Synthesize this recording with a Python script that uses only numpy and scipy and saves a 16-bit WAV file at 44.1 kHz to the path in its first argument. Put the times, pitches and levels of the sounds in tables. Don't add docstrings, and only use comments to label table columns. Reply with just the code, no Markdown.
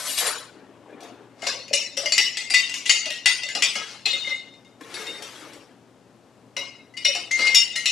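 import sys
import numpy as np
from scipy import signal
from scipy.fft import rfft, irfft, next_fast_len
from scipy.io import wavfile
from scipy.ndimage import uniform_filter1d

SR = 44100
rng = np.random.default_rng(int(sys.argv[2]) if len(sys.argv) > 2 else 0)


def transcribe(signal):
    frames = np.atleast_2d(signal).T
    limited = np.clip(frames, -1, 1)
    pcm = np.round(limited * 32767).astype(np.int16)
    wavfile.write(sys.argv[1], SR, pcm)


def undo_db(level):
    steps = np.asarray(level, float) / 20
    return 10 ** steps


N = 348831

# (frequency [Hz], level [dB])
WEAK_MODES = [(1995, -9), (2100, -5.5), (2180, -8), (2505, -20.5), (2570, -6.5), (2780, -2), (2920, -11.5),
              (3330, -23.5), (4050, -17), (4120, -5), (4510, -9.5), (4597, -6),
              (4810, -7), (4985, -4), (5120, -5), (5415, -1), (5620, -32.5), (5740, -4.5), (6340, -6.5),
               (6800, -5), (7120, -5.5), (7790, -10), (8760, -13), (9860, -20.5), (11300, -32)]
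MINOR_MODES = WEAK_MODES
# (frequency [Hz], density [dB per Hz])
CRACK = [(180, -61.5), (300, -17.5), (1750, -11), (2280, -17), (2740, -7), (5570, -8.5), (9760, -23),
         (15500, -57.5)]
# (frequency [Hz], density [dB per Hz])
RATTLE = [(1060, -39), (1800, -5.5), (3180, -5), (3910, 1.5), (6180, -3.5), (8870, -1.5), (11600, -7),
          (15500, -20.5)]
# (frequency [Hz], density [dB per Hz])
WOOD = [(200, -47.5), (518, -7.5), (882, -11.5), (977, -8.5), (1520, -9), (3000, -20.5), (3900, -39),
        (6600, -120)]
# (frequency [Hz], density [dB per Hz])
RUNNER = [(59, -46), (100, -34), (291, -6), (552, -9.5), (900, -15.5), (1800, -24.5), (3900, -34.5),
          (6600, -120)]
# (time [s], blow level [dB], ring frequency [Hz], ring level [dB], overtone level [dB])
STIR = [(1.42,-33,2130,-39.5,-43.5),(1.468,-17,2150,-42,-54.5),(1.68,-37,2260,-68,-62.5),(1.735,-14,2084,-34.5,-36.5),(1.973,-19.5,2063,-37,-44),(2.058,-20.5,2106,-29.5,-30),(2.121,-15,2160,-47,-33.5),(2.179,-9.5,1960,-34,-34),(2.37,-19.5,2000,-36.5,-39),(2.504,-18,2090,-42,-54.5),(2.542,-11,1967,-36.5,-21),(2.694,-25,1996,-34.5,-37.5),(2.74,-20.5,2056,-46,-40),(2.86,-20.5,2000,-33,-33.5),(2.894,-9,1962,-30.5,-35),(3.056,-25,2004,-32.5,-34),(3.103,-22.5,1900,-36,-34),(3.258,-9,1958,-35,-33),(3.433,-27,2017,-32.5,-38),(3.487,-27.5,2080,-42,-46.5),(3.55,-20,2000,-44,-32),(3.622,-10.5,1976,-30.5,-33),(3.754,-23.5,2163,-31,-35)]
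# (time [s], blow level [dB], ring frequency [Hz], ring level [dB], overtone level [dB])
AGAIN = [(4.057,-19.5,2097,-37,-48),(4.13,-27.5,2098,-32,-34),(4.245,-47,2132,-30.5,-40.5),(4.275,-38,2110,-36,-42),(4.335,-52,2105,-49,-48),(4.537,-54,2080,-61,-69),(4.647,-54,2126,-58,-67),(4.941,-30.5,2175,-46,-56),(5.067,-34.5,2130,-45,-62),(5.135,-50,2070,-53,-69),(6.566,-24.5,2094,-35.5,-33),(6.938,-52,2040,-46,-65),(6.973,-30,2120,-39,-39.5),(7.05,-16,2142,-24,-35),(7.15,-23.5,2170,-37,-41),(7.312,-21,2130,-39,-51),(7.389,-25,2078,-28,-35),(7.426,-40,2100,-40,-35),(7.469,-19.5,2103,-44,-28),(7.546,-9.5,2064,-24.5,-32),(7.76,-20,2105,-27,-35),(7.857,-13.5,2000,-32,-29)]
KNOCKS = STIR + AGAIN
CLEAR_BEND = 1.51


def evened(x):
    return x / np.sqrt(np.mean(x ** 2) + 1e-20)


def read(points, hz):
    f, value = np.transpose(points)
    return np.interp(np.log(hz + 1), np.log(f + 1), value)


def add(mix, s, sound):
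    part = mix[round(s * SR):][:len(sound)]
    part += sound[:len(part)]


def coloured(x, spectrum):
    size = next_fast_len(x.shape[-1])
    gain = undo_db(read(spectrum, np.fft.rfftfreq(size, 1 / SR)))
    return evened(irfft(rfft(x, size) * gain, size)[..., :x.shape[-1]])


def level(rows, column):
    rows = np.array(rows)
    return undo_db(np.interp(np.arange(N) / SR, rows[:, 0], rows[:, column], -150, -150))


def swell(s, db, rise_db_s, fall_db_s, hold_s=0):
    t = np.arange(0, N + 64, 64)[:, None] / SR - s
    gain = undo_db(db + rise_db_s * np.minimum(t, 0) - fall_db_s * np.maximum(t - hold_s, 0)).sum(1)
    return np.repeat(gain, 64)[:N]


def grains(per_s, spread_db):
    size = undo_db(spread_db * np.minimum(rng.exponential(1, N), 4))
    return evened(size * rng.choice([-1., 1.], N) * (rng.random(N) < per_s / SR))


def resonate(x, hz, width_hz):
    r = np.exp(-np.pi * width_hz / SR)
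    return evened(signal.lfilter([1], [1, -2 * r * np.cos(2 * np.pi * hz / SR), r * r], x))


def ring(hz, db, t60, rise_s=0.00085, bend=1):
    t = np.arange(0, max(t60, .01), 1 / SR)
    envelope = undo_db(db - 60 * (t / t[-1]) ** bend) * (1 - np.exp(-t / rise_s))
    return envelope * np.sin(2 * np.pi * hz * t)


def cluster(hz, db, t60):
    ratios = 1 + 0.008 * rng.uniform([.4, -1], [1, -.4])
    neighbours = sum(ring(hz * ratio, db - 3.5, t60, bend=CLEAR_BEND) for ratio in ratios)
    return ring(hz, db, t60, bend=CLEAR_BEND) + neighbours


def burst(spectrum, db, t60):
    t = np.arange(3000) / SR
    envelope = undo_db(db - 60 * t / t60) * (1 - np.exp(-t / 0.0021)) ** 2
    return envelope * coloured(rng.standard_normal(len(t)), spectrum)


def pair(a, b):
    # (frequency [Hz], left-right likeness [0..1])
    likeness = [(60, 1), (180, 0.86), (550, 0.97), (1650, 0.88), (4970, 0.69), (15000, 0.47)]
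    size = next_fast_len(len(a))
    same = np.clip(read(likeness, np.fft.rfftfreq(size, 1 / SR)), 0, 1)
    right = irfft(same * rfft(a, size) + np.sqrt(1 - same ** 2) * rfft(b, size), size)
    return np.array([a, right[:len(a)]])


def air():
    # (frequency [Hz], level [dB], width [Hz])
    hum = [(120, -63.5, 1.5), (278.7, -53, 5.4)]
    # (frequency [Hz], density [dB per Hz])
    room_tone = [(69, -22.5), (110, -10.5), (260, -3.5), (700, -12), (2000, -25.5), (8000, -36),
                 (13500, -47.5), (15800, -69)]
    a, b = rng.standard_normal((2, N))
    motor_hz, motor_db, _ = hum[0]
    steady = np.sqrt(2) * undo_db(motor_db) * np.sin(2 * np.pi * motor_hz * np.arange(N) / SR)
    waver = sum(undo_db(db - 10.5) * resonate(a, hz, width) for hz, db, width in hum)
    return undo_db(-53.5) * coloured(pair(a, b), room_tone) + steady + waver


def drawer():
    # (frequency [Hz], width [Hz], level [dB])
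    chimes = [(3780, 33, 10), (4740, 53.4, 1), (5940, 98, 10), (7240, 89, 6.5), (8730, 40, -1),
              (9450, 38, -1), (11220, 42, -4)]
    # (time [s], rattle level [dB], wooden rumble level [dB])
    jolts = [
        (0,-31.5,-35),
        (.065,-30,-41),
        (0.107,-30.5,-42),
        (0.188,-22.5,-39),
        (0.226,-43,-31.5),
        (0.264,-29.5,-26.5),
        (.38,-48.5,-65.5),
    ]
    # (time [s], level [dB])
    bumps = [
        (.58,-51.5),
        (.7,-55),
        (.81,-60),
        (.92,-49),
        (1.04,-43.5),
        (1.19,-52.5),
        (1.41,-49),
    ]
    ticks = coloured(grains(6000, 2.0), RATTLE)
    chime = sum(undo_db(db) * resonate(grains(30, 3.8), hz, width) for hz, width, db in chimes)
    rattle = evened(ticks) + undo_db(-13) * evened(chime)
    rumble = coloured(grains(400, 1.0), WOOD)
    roll = coloured(grains(400, 0.91), RUNNER)
    s, rattle_db, rumble_db = np.transpose(jolts)
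    shaken = swell(s, rattle_db, 462, 431.5) * rattle + swell(s, rumble_db, 462, 431.5) * rumble
    rolling = swell(*np.transpose(bumps), rise_db_s=143, fall_db_s=121) * roll
    return undo_db(-3) * shaken + undo_db(-2.5) * rolling


def cutlery():
    # (time [s], level [dB], frequency [Hz])
    pings = [(.08,-30,11330),(.082,-35,2890),(0.099,-26,8720),(.1,-33,12300),(.12,-33,3860),(.128,-31,8750),(0.175,-25.5,4770),(.18,-28,11250),(.185,-28,3830),(.2,-31,7130),(.265,-25.5,10900),(.266,-24.5,9500),(0.277,-30,7000),(.272,-31,4006)]
    out = np.zeros(N)
    for s, db, hz in pings:
        add(out, s, ring(hz, db, t60=0.05))
    return out


def bag():
    # (time [s], level [dB])
    slide = [
        (4.8,-56),
        (4.87,-47),
        (5.0,-34.5),
        (5.08,-43.5),
        (5.45,-44.5),
        (5.55,-53),
        (5.72,-67),
    ]
    # (frequency [Hz], density [dB per Hz])
    hiss_colour = [(290, -25), (500, 3.5), (655, -14), (1300, -2.5), (1680, -3), (6030, -13),
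                   (11000, -20.5), (15000, -34)]
    # (time [s], level [dB])
    catches = [
        (4.83,-75),
        (4.96,-39.5),
        (5.2,-47),
        (5.45,-45),
        (5.62,-67),
    ]
    hiss = coloured(grains(6000, 4.7), hiss_colour)
    drag = coloured(grains(540, 2.2), RUNNER)
    dragging = swell(*np.transpose(catches), rise_db_s=143, fall_db_s=81) * drag
    return undo_db(-5.5) * level(slide, 1) * hiss + undo_db(-5.0) * dragging


def snaps():
    # (time [s], level [dB])
    clicks = [
        (0.1755,-9),
        (0.2651,-10),
        (.897,-52),
        (1.004,-30.5),
        (1.03,-29),
        (1.3882,-53),
        (4.808,-30),
        (5.221,-18),
        (5.5313,-29.5),
    ]
    out = np.zeros(N)
    hz = 3520
    colour = [(hz / 8, -14), (hz, 0), (hz * 3, -12), (hz * 6, -40)]
    for s, db in clicks:
        add(out, s, burst(colour, db - 6.5, 0.034))
    return out


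def thuds():
    # (time [s], hollow note level [dB], its frequency [Hz], dull knock level [dB])
    hollow = [(.223,-27.5,505,-28),(0.265,-43,527,-50),(1.427,-23,698,-26),(1.467,-26,536,-21.5),(1.71,-19.5,567,-45),(1.973,-26,548,-27.5),(2.033,-23,629,-29.5),(2.506,-31,745,-36),(3.061,-33,632,-29.5),(3.437,-35.5,603,-55),(3.553,-31,724,-23.5),(3.622,-39,760,-34),(3.757,-31,577,-22),(4.059,-36.5,704,-26.5),(4.133,-33.5,545,-36),(4.272,-35.5,560,-34.5),(4.807,-47,764,-29),(5,-35,437,-59),(6.567,-35,545,-28),(7.056,-28.5,560,-55),(7.151,-28,712,-28.5),(7.393,-27,508,-21.5)]
    out = np.zeros(N)
    for s, db, hz, knock_db in hollow:
        mouth_t60 = 0.07 * (545 / hz) ** 1.8
        add(out, s, ring(hz, db + 0.5, mouth_t60, rise_s=0.0018))
        add(out, s, burst(WOOD, knock_db - 0.5, 0.029))
        add(out, s, burst(RUNNER, knock_db - 6.5, 0.058))
    return out


def scrape():
    # (time [s], level [dB], hold [s])
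    strokes = [
        (1.428,-34,0.038),
        (3.768,-39,0.14),
        (4.098,-39.5,0.2),
        (7.373,-29,0.085),
    ]
    slips = grains(900, 3.5)
    glass = sum(undo_db(db) * resonate(slips, hz, 38) for hz, db in MINOR_MODES)
    s, db, hold_s = np.transpose(strokes)
    stroke = swell(s, db, 500, 159, hold_s)
    return undo_db(-10.0) * (coloured(slips, CRACK) + undo_db(-4.5) * evened(glass)) * stroke


def crash(blow_db):
    out = np.zeros(SR // 4)
    for place, more in rng.random((24, 2)):
        hz = 2400 * 4.2 ** place
        add(out, 0, ring(hz, blow_db - 9.5 - 9 * place - 8 * more, 0.037))
    return out


def chatter(sound):
    gap, loss = rng.random((2, 3))
    train = np.zeros(2000)
    train[0] = 1
    train[np.cumsum(120 + 500 * gap).astype(int)] = undo_db(-13.5 - 18.0 * loss)
    return signal.oaconvolve(sound, train)


def jar_knocks():
    out = np.zeros(N)
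    for s, blow_db, *_ in KNOCKS:
        knock = np.zeros(SR // 2)
        add(knock, 0, burst(RATTLE, blow_db + 0.5, 0.013))
        add(knock, 0, crash(blow_db))
        add(knock, 0, burst(CRACK, blow_db + 3.0, 0.016))
        for hz, db in MINOR_MODES:
            more, detune = rng.standard_normal(2)
            t60 = 0.057 * (2000 / hz) ** 0.47
            add(knock, 0, ring(hz * (1 + 0.013 * detune), blow_db + db - 6.5 + 3 * more, t60))
        add(out, s, chatter(knock))
    return out


def clear_notes():
    # (time [s], level [dB], frequency
    # [Hz])
    lone = [(1.469,-24,5910),(1.973,-22,5780),(1.973,-32.5,2690),(2.12,-23,7130),(2.179,-18,5128),(2.896,-15,6810),(3.488,-40.5,1583),(3.626,-23,3420),(3.754,-30.5,1650),(3.77,-35,3350),(3.86,-43,3345),(4.059,-22,3330),(4.057,-35,5146),(4.94,-34.5,9820),(4.13,-37,3310),(6.571,-29.5,3860),(6.566,-33,2700),(6.61,-35,2900),(1.735,-25.5,5760),(1.735,-26.5,2900),(1.6,-34,4400),(1.468,-28.5,4000),(3.487,-38,1731),(3.754,-37,1284),(7.44,-36,1500),(7.76,-41,1350),(7.6,-22,5418),(3,-37,3685),(3.103,-32,2772),(7.313,-24.5,6392),(7.39,-31.5,1287),(7.858,-26.5,1932),
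            (2.058,-25,4710),(2.121,-32,4048),(2.12,-33,4737),(2.179,-25,2945),(2.18,-23,4597),(2.179,-17,4694),(2.179,-27,4810),(2.505,-29,4646),(2.504,-17.5,4772),(2.504,-29,4869),(2.504,-31,8761),(2.542,-21,4869),(2.542,-24,4374),(2.86,-31,4794),(2.894,-28,2105),(2.895,-21,4514),(2.894,-21,4982),(2.895,-24,6089),(2.895,-24.5,6721),(3.258,-23,4869),(3.259,-25,3787),(3.433,-27,3626),(3.487,-34,2186),(3.55,-28,4912),(3.55,-32,2875),(3.622,-34,4901),(4.075,-24.5,2880),(4.057,-45,5800),(4.18,-41,2900),(4.27,-34,4180),(4.27,-38,3332),(4.32,-35,2900),(4.941,-39,4592),(4.941,-47,5289),(4.965,-34.5,2180),(4.989,-44,5300),(4.989,-54,7700),(5.066,-51,7058),(5.135,-45,3683),(6.566,-31,2011),(6.567,-33,5731),(7.05,-32,1925),(7.05,-28,4802),(7.049,-23,5416),(7.051,-29,5774),(7.149,-26,2990),(7.19,-37,4650),(7.39,-31,2509),(7.39,-30,4086),(7.389,-32,4802),(7.469,-27,2541),(7.469,-27,2202),(7.47,-27,4078),(7.546,-27,4689),(7.547,-25,5329),(7.548,-16,6815),(7.76,-24,1908),(7.857,-25,2920),(7.857,-22,4056),(7.856,-24,5469)]
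    # (time [s], level [dB], frequency [Hz])
    rubbed = [
        (2.385,-33,2110),
        (3.79,-36,3332),
        (4.262,-29,2077),
        (4.32,-34,2132),
        (6.585,-30,2147),
        (7.416,-14.5,2117),
        (7.565,-20,2830),
        (7.575,-25,2062),
    ]
    # (time [s], level [dB], frequency [Hz])
    square = [
        (2.179,-18,2003),
        (2.542,-14.5,2000),
        (3.258,-18,2007),
        (7.312,-15.5,2099),
        (7.547,-15,5416),
        (7.05,-20,2918),
    ]
    # (time [s], level [dB])
    rim_low = [
        (2.542,-17),
        (2.893,-23),
        (3.257,-25),
        (3.056,-33),
    ]
    rim_high = [
        (3.622,-22.5),
        (4.055,-21),
        (4.132,-37),
        (6.564,-33),
        (7.051,-23),
        (7.857,-28),
    ]
    stem = [(1.468,-34.5),(1.735,-28),(2.179,-31),(2.371,-35),(2.542,-19),(2.86,-33),(2.895,-36),(3.056,-38),(3.103,-40),(3.258,-24),(3.433,-42),(3.623,-31),(4.057,-27),(4.13,-23.5),(4.17,-27.5),(4.245,-31),(4.298,-30),(4.648,-54.5),(4.941,-38),(5.066,-32.5),(6.973,-42),(7.05,-22),(7.15,-35),(7.313,-44),(7.394,-40),(7.47,-45),(7.549,-20.5),(7.858,-26)]
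    neck = [
        (1.465,-33.5),
        (3.101,-44),
        (3.55,-38.5),
        (4.055,-26),
        (4.302,-46),
        (7.046,-30.5),
        (7.862,-29),
    ]
    bowl = [
        (2.121,-26.5),
        (2.543,-26),
        (2.894,-27),
        (3.258,-26.5),
        (3.434,-45),
        (3.623,-29),
        (4.94,-45),
        (6.972,-41.5),
        (7.393,-35),
        (7.471,-34),
    ]
    edge = [
        (2.059,-45),
        (2.179,-28),
        (2.505,-41),
        (2.86,-45),
        (7.545,-26),
    ]
    lip = [
        (1.736,-25.5),
        (2.371,-43),
        (2.693,-49),
        (2.861,-45),
        (3.259,-30),
        (3.624,-36),
        (7.469,-44),
        (7.549,-26),
    ]
    tip = [(1.735,-27.5),(2.058,-44),(2.182,-23.5),(2.542,-33),(3.551,-38),(6.568,-42),(7.048,-21.5),(7.148,-34),(7.394,-39),(7.76,-45),(7.86,-29)]
    out = np.zeros(N)
    for s, _, hz, db, over_db in KNOCKS:
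        add(out, s, ring(hz, db + 2.5, 0.18, 0.0012, CLEAR_BEND))
        add(out, s, ring(hz - 11, db - 11.5, 0.18, 0.0012, CLEAR_BEND))
        over_hz = 2790 + 0.9 * (hz - 2000)
        add(out, s, cluster(over_hz, over_db - 0.6, 0.21))
    rim = [(s, db, 2500) for s, db in rim_low] + [(s, db, 2577) for s, db in rim_high]
    for s, db, hz in lone + rim:
        add(out, s, ring(hz, db - 3, 0.15 * (3000 / hz) ** 0.25, bend=CLEAR_BEND))
    for s, db, hz in rubbed:
        add(out, s, ring(hz, db, 0.22, 0.0075, CLEAR_BEND))
    for s, db, hz in square:
        add(out, s, ring(hz, db, 0.2, bend=CLEAR_BEND))
    for s, db in stem:
        add(out, s, ring(3683, db + 2.0, 0.2, 0.0029, CLEAR_BEND))
    split_modes = [(4135, neck, 2.5, .14), (4580, bowl, 2.5, .14), (5700, edge, 2.5, .13),
                   (5496, lip, 1.5, .18), (5610, tip, 0.6, .14)]
    for hz, touches, lift_db, t60 in split_modes:
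        for s, db in touches:
            add(out, s, cluster(hz, db + lift_db, t60))
    return out


def grazed(x):
    sliding_in = [
        1.734,
        1.973,
        2.504,
        2.54,
        2.86,
        6.972,
        7.315,
        7.76,
    ]
    ahead_s = 0.0045
    window = swell(np.array(sliding_in) - ahead_s, -7, 9000, 602.5, ahead_s)
    return x + window * np.roll(x, -round(ahead_s * SR))


def fluttered(x, depth_db):
    z = signal.stft(x, nperseg=512, noverlap=384)[2]
    patches = rng.standard_normal(z.shape[-2:])
    for _ in range(2):
        patches = uniform_filter1d(patches, size=7, axis=1)
    gain = undo_db(depth_db * evened(uniform_filter1d(patches, size=2, axis=0)))
    return signal.istft(z * evened(gain), nperseg=512, noverlap=384)[1][..., :N]


def kitchen(x):
    # (frequency [Hz], t60 [s])
    decay = [(250, 0.47), (1000, 0.47), (4000, 0.5), (12000, 0.32)]
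    taps = np.zeros((3, 2, SR))
    at = np.arange(120, SR - 20, 20) + rng.integers(0, 20, (3, 2, (SR - 121) // 20))
    np.put_along_axis(taps, at, rng.choice([-1., 1.], at.shape), 2)
    hz, t, z = signal.stft(taps, SR, nperseg=256)
    tails = signal.istft(z * undo_db(-60 * t / read(decay, hz)[:, None]), SR, nperseg=256)[1]
    turn = 2 * np.pi * 1.3 * np.arange(N) / SR
    wet = 0
    for k, tail in enumerate(tails):
        share = np.sqrt(2 / 3) * np.cos(turn + k * 2 * np.pi / 3)
        stereo_tail = pair(*tail) / np.linalg.norm(tail[0])
        wet = wet + signal.fftconvolve((x * share)[None], stereo_tail, axes=1)[:, :N]
    return wet


def scene():
    clatter = grazed(jar_knocks()) + scrape() + thuds() + drawer() + cutlery() + bag() + snaps()
    clear = grazed(clear_notes())
    echoes = fluttered(kitchen(undo_db(2.5) * clatter + undo_db(-5) * clear), depth_db=4.5)
    direct = undo_db(-1.5) * clatter + undo_db(-1.5) * fluttered(clear, depth_db=2.2)
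    return direct + echoes + air()


def low_pass(x):
    return signal.sosfilt(signal.butter(12, 15730, fs=SR, output="sos"), x)


def record(dry):
    # (frequency [Hz], gain [dB])
    microphone = [(20, -12), (90, -2.5), (12000, 2), (14500, -5.5), (15800, -25.5)]
    # (frequency [Hz], left over right [dB])
    lean = [(60, 5), (6000, 6), (13000, 4.5)]
    size = next_fast_len(N)
    hz = np.fft.rfftfreq(size, 1 / SR)
    colour_db = read(microphone, hz) + np.outer([.5, -.5], read(lean, hz))
    x = irfft(rfft(dry, size) * undo_db(colour_db), size)[:, :N]
    return low_pass(np.clip(x, -.99, .99))


dry = scene()
out = record(dry)
transcribe(out)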